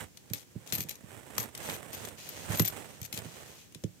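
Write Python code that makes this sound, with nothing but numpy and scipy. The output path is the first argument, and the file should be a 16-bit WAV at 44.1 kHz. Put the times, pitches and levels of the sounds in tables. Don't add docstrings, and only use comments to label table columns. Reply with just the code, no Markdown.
import sys
import numpy as np
from scipy import signal
from scipy.io import wavfile

SR = 44100
rng = np.random.default_rng(int(sys.argv[2]) if len(sys.argv) > 2 else 0)


def log_audio(samples):
    frames = np.atleast_2d(samples).T
    limited = np.clip(frames, -1, 1)
    pcm = np.round(limited * 32767).astype(np.int16)
    wavfile.write(sys.argv[1], SR, pcm)


N = 176400


def amp(db):
    return 10 ** (np.asarray(db) / 20)


def evened(x):
    return x / np.sqrt(np.mean(x ** 2) + 1e-20)


def fade(t, fade_s):
    return np.exp(-np.log(1000) * t / fade_s)


def add(mix, start_s, sound):
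    part = mix[..., max(round(start_s * SR), 0):][..., :sound.shape[-1]]
    part += sound[..., :part.shape[-1]]


def through(x, response):
    return signal.fftconvolve(np.atleast_2d(x), np.atleast_2d(response), axes=1)[:, :x.shape[-1]]


def colour(table, size=4096):
    hz, *sides = np.transpose(table)
    log_hz = np.log(abs(np.fft.fftfreq(size, 1 / SR)) + 1)
    log_gain = np.log(amp([np.interp(log_hz, np.log(hz), side) for side in sides]))
    spectrum = np.exp(np.conj(signal.hilbert(log_gain)))
    response = np.fft.ifft(spectrum).real[:, :size // 2]
    return evened(response) / np.sqrt(size // 2)


def echoes(fade_s, size):
    t = np.arange(size) / SR
    return evened(rng.standard_normal((2, size)) * fade(t, fade_s)) / np.sqrt(size)


def grains(size, per_s, spread_db):
    chance, strength, sign = rng.random((3, size))
    gain = amp(spread_db * np.minimum(-np.log(1 - strength), 4))
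    return evened((chance < per_s / SR) * gain * np.sign(sign - .5))


# pitch_hz, level_db
ROOM_COLOUR = [(20, -26), (60, 5.5), (120, 9.5), (300, 2), (1000, -16.5), (2500, -11), (4500, -12.5),
               (6700, -9), (10000, -16.5), (15300, -14.5)]
def room_tone():
    return amp(-58.5) * through(rng.standard_normal((2, N)), colour(ROOM_COLOUR))


def room_echo(sound, dull_hz=7150):
    walls = signal.lfilter(*signal.butter(1, dull_hz, fs=SR), echoes(fade_s=.13, size=22000))
    return amp(-7) * through(sound, walls)


# time_s, level_db
RUB_LEVELS = [(0, -39.5), (0.041, -46), (.07, -60), (.13, -69.5), (.27, -62), (0.359, -52), (.45, -68),
              (.64, -59.5), (.76, -46), (.86, -55.5), (1.02, -60), (1.122, -45.5), (1.21, -52), (1.31, -48),
              (1.442, -41), (1.512, -57.5), (1.6, -45), (1.7, -38), (1.8, -45.5), (1.9, -46.5),
              (2.06, -42.5), (2.2, -54.5), (2.3, -48.5), (2.46, -46.5), (2.522, -32.5), (2.598, -40),
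              (2.679, -52), (2.765, -39.5), (2.9, -52), (3.09, -58.5), (3.17, -47), (3.33, -50.5),
              (3.43, -49), (3.7, -66), (4, -66.5)]
# pitch_hz, left_db, right_db
SKIN_COLOUR = [(25.4, -52, -48), (58, -3, 5.5), (97, 3.5, 10), (225, -10.5, 6), (324, -8.5, 3.5),
               (502, -7.5, 5.5), (1250, -25.5, -3), (1960, -19.5, -2), (3350, -12, -10), (4600, -21, -22),
               (6300, -16, -17.5), (8220, -18.5, -4.5), (9630, -24, -13.5), (12000, -40, -12),
               (15200, -17, -20)]
def hand_rub(catch_share=.65, wobble_s=.009, wobble_db=2):
    t = np.arange(N) / SR
    fine = np.array([grains(N, per_s=6000, spread_db=2) for side in range(2)])
    catches = grains(N, per_s=750, spread_db=3.4)
    friction = np.sqrt(1 - catch_share ** 2) * fine + catch_share * catches
    level = amp(np.interp(t, *np.transpose(RUB_LEVELS)))
    wobble = rng.standard_normal(N // 20)
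    pressure = amp(wobble_db * np.interp(t / wobble_s, np.arange(len(wobble)), wobble))
    return through(friction * level * pressure, colour(SKIN_COLOUR))


# start_s, level_db, contact_ms
TABLE_BLOWS = [(0.304, -29, 4.9), (0.334, -37, 0.8), (0.554, -27.5, 3), (.725, -31, 0.48),
               (0.751, -37.5, 1.1), (0.781, -31, 1.6), (0.803, -34, 1.2), (0.844, -37.5, 1.2),
               (1.033, -37.5, 2.2), (1.383, -32, 7.6), (2.491, -23, 16), (2.531, -31.5, 9.9),
               (2.596, -15, 0.85), (2.614, -29.5, 3.2), (3.01, -33.5, 15), (3.131, -34, 2.1),
               (3.175, -35.5, 2.4), (3.25, -35.5, 1.7), (3.751, -41, 0.71), (3.838, -21, 0.72)]
# pitch_hz, level_db, fade_s
TABLE_NOTES = [(108, 1, .12), (141, 1, .11), (180, 2.5, .12), (224.7, 2, .06), (305, -3, .11),
               (355, -1, .06), (447, -5.5, .06), (590, -4, .031)]
def table_thumps(detune=.03, left_db=-10):
    out, t = np.zeros(N), np.arange(14000) / SR
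    for start_s, level_db, contact_ms in TABLE_BLOWS:
        body = 0
        for k, (hz, note_db, fade_s) in enumerate(TABLE_NOTES):
            pitch_hz = hz * (1 + detune * rng.normal())
            body += (-1) ** k * amp(note_db) * fade(t, fade_s) * np.sin(2 * np.pi * pitch_hz * t)
        progress = 2 * np.pi * t * 1000 / contact_ms
        push = progress * np.exp(-progress)
        thump = through(body, push)[0]
        add(out, start_s, amp(level_db + .5) * thump / abs(thump).max())
    return out * amp([[left_db], [0]])


# start_s, level_db
EDGE_CATCHES = [(1.3815, -19), (1.6993, -18), (2.597, -17)]
def edge_knocks(band_hz=(300, 2600), left_db=-10):
    out = np.zeros((2, N))
    band = signal.butter(2, band_hz, "band", fs=SR, output="sos")
    for start_s, level_db in EDGE_CATCHES:
        knock = signal.sosfilt(band, echoes(fade_s=.012, size=2000))
        add(out, start_s, 10 * amp(level_db) * knock)
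    return out * amp([[left_db], [0]])


# start_s, length_s, level_db
COIN_SLIDES = [(-.02, 0.086, -57), (1.588, 0.23, -51.5), (1.91, 0.2, -50.5), (2.165, 0.37, -49.5),
               (2.486, 0.15, -50.5), (2.698, 0.34, -58), (3.219, 0.27, -54.5), (3.439, 0.26, -56)]
# pitch_hz, left_db, right_db
SLIDE_COLOUR = [(200, -2, -8), (1240, -9, -15), (2670, 0, 2), (4650, -0.5, -2), (6640, 5, -8),
                (8400, -8.5, -7), (10700, -5, -14), (13600, -9, -0.5), (15200, -8, -30)]
def coin_slides(rise_s=.019, fall_s=.087):
    out, t = np.zeros((2, N)), np.arange(SR // 2) / SR
    for start_s, length_s, level_db in COIN_SLIDES:
        push = np.clip(np.minimum(t / rise_s, (length_s - t) / fall_s), 0, 1)
        scrape = np.array([grains(len(t), per_s=4500, spread_db=3.5) for side in range(2)])
        add(out, start_s, amp(level_db) * push * scrape)
    return through(out, colour(SLIDE_COLOUR))


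# pitch_hz, level_db, fade_s
COIN_NOTES = [(12120, -4, .04), (12520, -4, .025), (12960, 0, .05), (13300, -3, .02), (13800, -8, .018),
              (14500, -9, .015), (15150, -13, .025)]
# time_s, looseness (0 gripped, 1 free)
LOOSENESS = [(.9, .4), (1.38, .9), (2.68, 1), (3.02, .35)]
def coin_ring(start_s, detune=.005, right_db=-5.5, size=5000):
    t, out = np.arange(size) / SR, 0
    looseness = np.interp(start_s, *np.transpose(LOOSENESS))
    for hz, level_db, fade_s in COIN_NOTES:
        pitch_hz = hz * (1 + detune / looseness * rng.normal())
        turns = pitch_hz * t + rng.random((2, 1))
        out += amp(level_db) * fade(t, fade_s * looseness) * np.sin(2 * np.pi * turns)
    return 2 * evened(out) / np.sqrt(size) * amp([[0], [right_db]])


# pitch_hz, left_db, right_db
TICK_COLOUR = [(100, 1, -12), (535, -12, -9), (1250, -12, -14), (2640, -2, 0.5), (3970, 3.5, -27.5),
               (4260, -3, -6.5), (6400, 3.5, -16), (7600, -1, -6), (10600, -4, -8), (13600, -8, -14),
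               (15300, -10.5, -24.5)]
def coin_tick(right_lag_s=.00044):
    paths = amp(1) * echoes(fade_s=.019, size=5000)
    paths[0, 0] += 1
    paths[1, round(right_lag_s * SR)] += .96
    return through(paths, colour(TICK_COLOUR))


# start_s, length_s, level_db, change_db (by the end), ring_db
CHATTER_BURSTS = [(0.336, 0.099, -43.5, -16.5, -8), (0.663, 0.053, -51, -3, -14),
                  (0.73, 0.11, -39.5, -9, 3), (0.886, 0.086, -40.5, -30, -4), (1.379, 0.069, -43, -4.5, 3),
                  (1.625, 0.14, -50, 3.5, -3.5), (1.931, 0.021, -44, -4.5, 0.5),
                  (2.496, 0.13, -44.5, 0.5, -4), (2.646, 0.06, -37.5, -11.5, -8),
                  (3.026, 0.037, -49, -1, -3), (3.123, 0.067, -46, 2, -3.5)]
def coin_chatter(coins=4):
    out, t = np.zeros((2, N)), np.arange(SR // 4) / SR
    for start_s, length_s, level_db, change_db, ring_db in CHATTER_BURSTS:
        level = (t < length_s) * amp(level_db + change_db * np.minimum(t / length_s, 1))
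        for coin in range(coins):
            hits = level * grains(len(t), per_s=400, spread_db=5)
            contact = coin_tick() + amp(ring_db) * coin_ring(start_s)
            add(out, start_s, through(hits, contact) / np.sqrt(2 * coins))
    return out


def coin_bounces(longest_gap_s=.003, bounce_gain=.42):
    out = np.zeros(round(2 * longest_gap_s * SR) + 1)
    gaps = rng.uniform(.63, 1, 2) * longest_gap_s * SR * [1, .5]
    touches = np.r_[0, np.cumsum(gaps)].astype(int)
    out[touches] = bounce_gain ** np.arange(3)
    return out / np.linalg.norm(out)


# start_s, level_db, ring_db (extra level for the ring alone)
COIN_CONTACTS = [(0.173, -31, -13), (0.3, -34.5, -23), (.335, -15.5, -2.5), (.346, -30, 3),
                 (0.675, -30.5, -10), (0.7017, -31.5, -17), (.7243, -13, -23), (0.7248, -21, -6),
                 (.7405, -20, -2), (0.752, -17, 1), (.7825, -25.5, -3), (0.806, -19.5, -2),
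                 (0.828, -28, -6), (0.8934, -22, -1), (.911, -25, -6), (.955, -33, -7), (1.3533, -36, -16),
                 (1.3812, -13, -6), (1.4, -20, -5), (1.406, -27, 3), (1.551, -22, -20), (1.577, -26.5, -6),
                 (1.697, -23.5, -6), (2.0514, -26, -5), (2.087, -26.5, -7), (2.29, -26, 0),
                 (2.573, -21.5, -1), (2.5875, -32, 14), (2.5965, -8, -16), (2.5977, -18, 8),
                 (2.621, -27.5, 14), (2.6506, -18.5, 4), (2.657, -28, 11), (2.677, -17, -1),
                 (2.682, -22.5, 7), (3.0159, -27.5, -2), (3.052, -28, -2.5), (3.1275, -19.5, -12),
                 (3.1755, -19, -11), (3.7238, -40.5, -17), (3.748, -28, -22), (3.8384, -28.5, -27)]
def coin_clicks():
    out = np.zeros((2, N))
    for start_s, level_db, ring_db in COIN_CONTACTS:
        tick = amp(5) * through(coin_tick(), coin_bounces())
        ring = amp(7.5 + ring_db) * coin_ring(start_s)
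        add(out, start_s, amp(level_db) * (tick + ring))
    return out


def scene():
    contacts = table_thumps() + edge_knocks() + coin_slides() + coin_chatter() + coin_clicks()
    return room_tone() + hand_rub() + room_echo(contacts) + contacts


def record(dry):
    low_cut = signal.butter(2, 70, "high", fs=SR, output="sos")
    high_cut = signal.firwin(161, 15750, window=("kaiser", 9), fs=SR)
    return signal.oaconvolve(signal.sosfilt(low_cut, dry), high_cut[None], "same")


dry = scene()
out = record(dry)
log_audio(out)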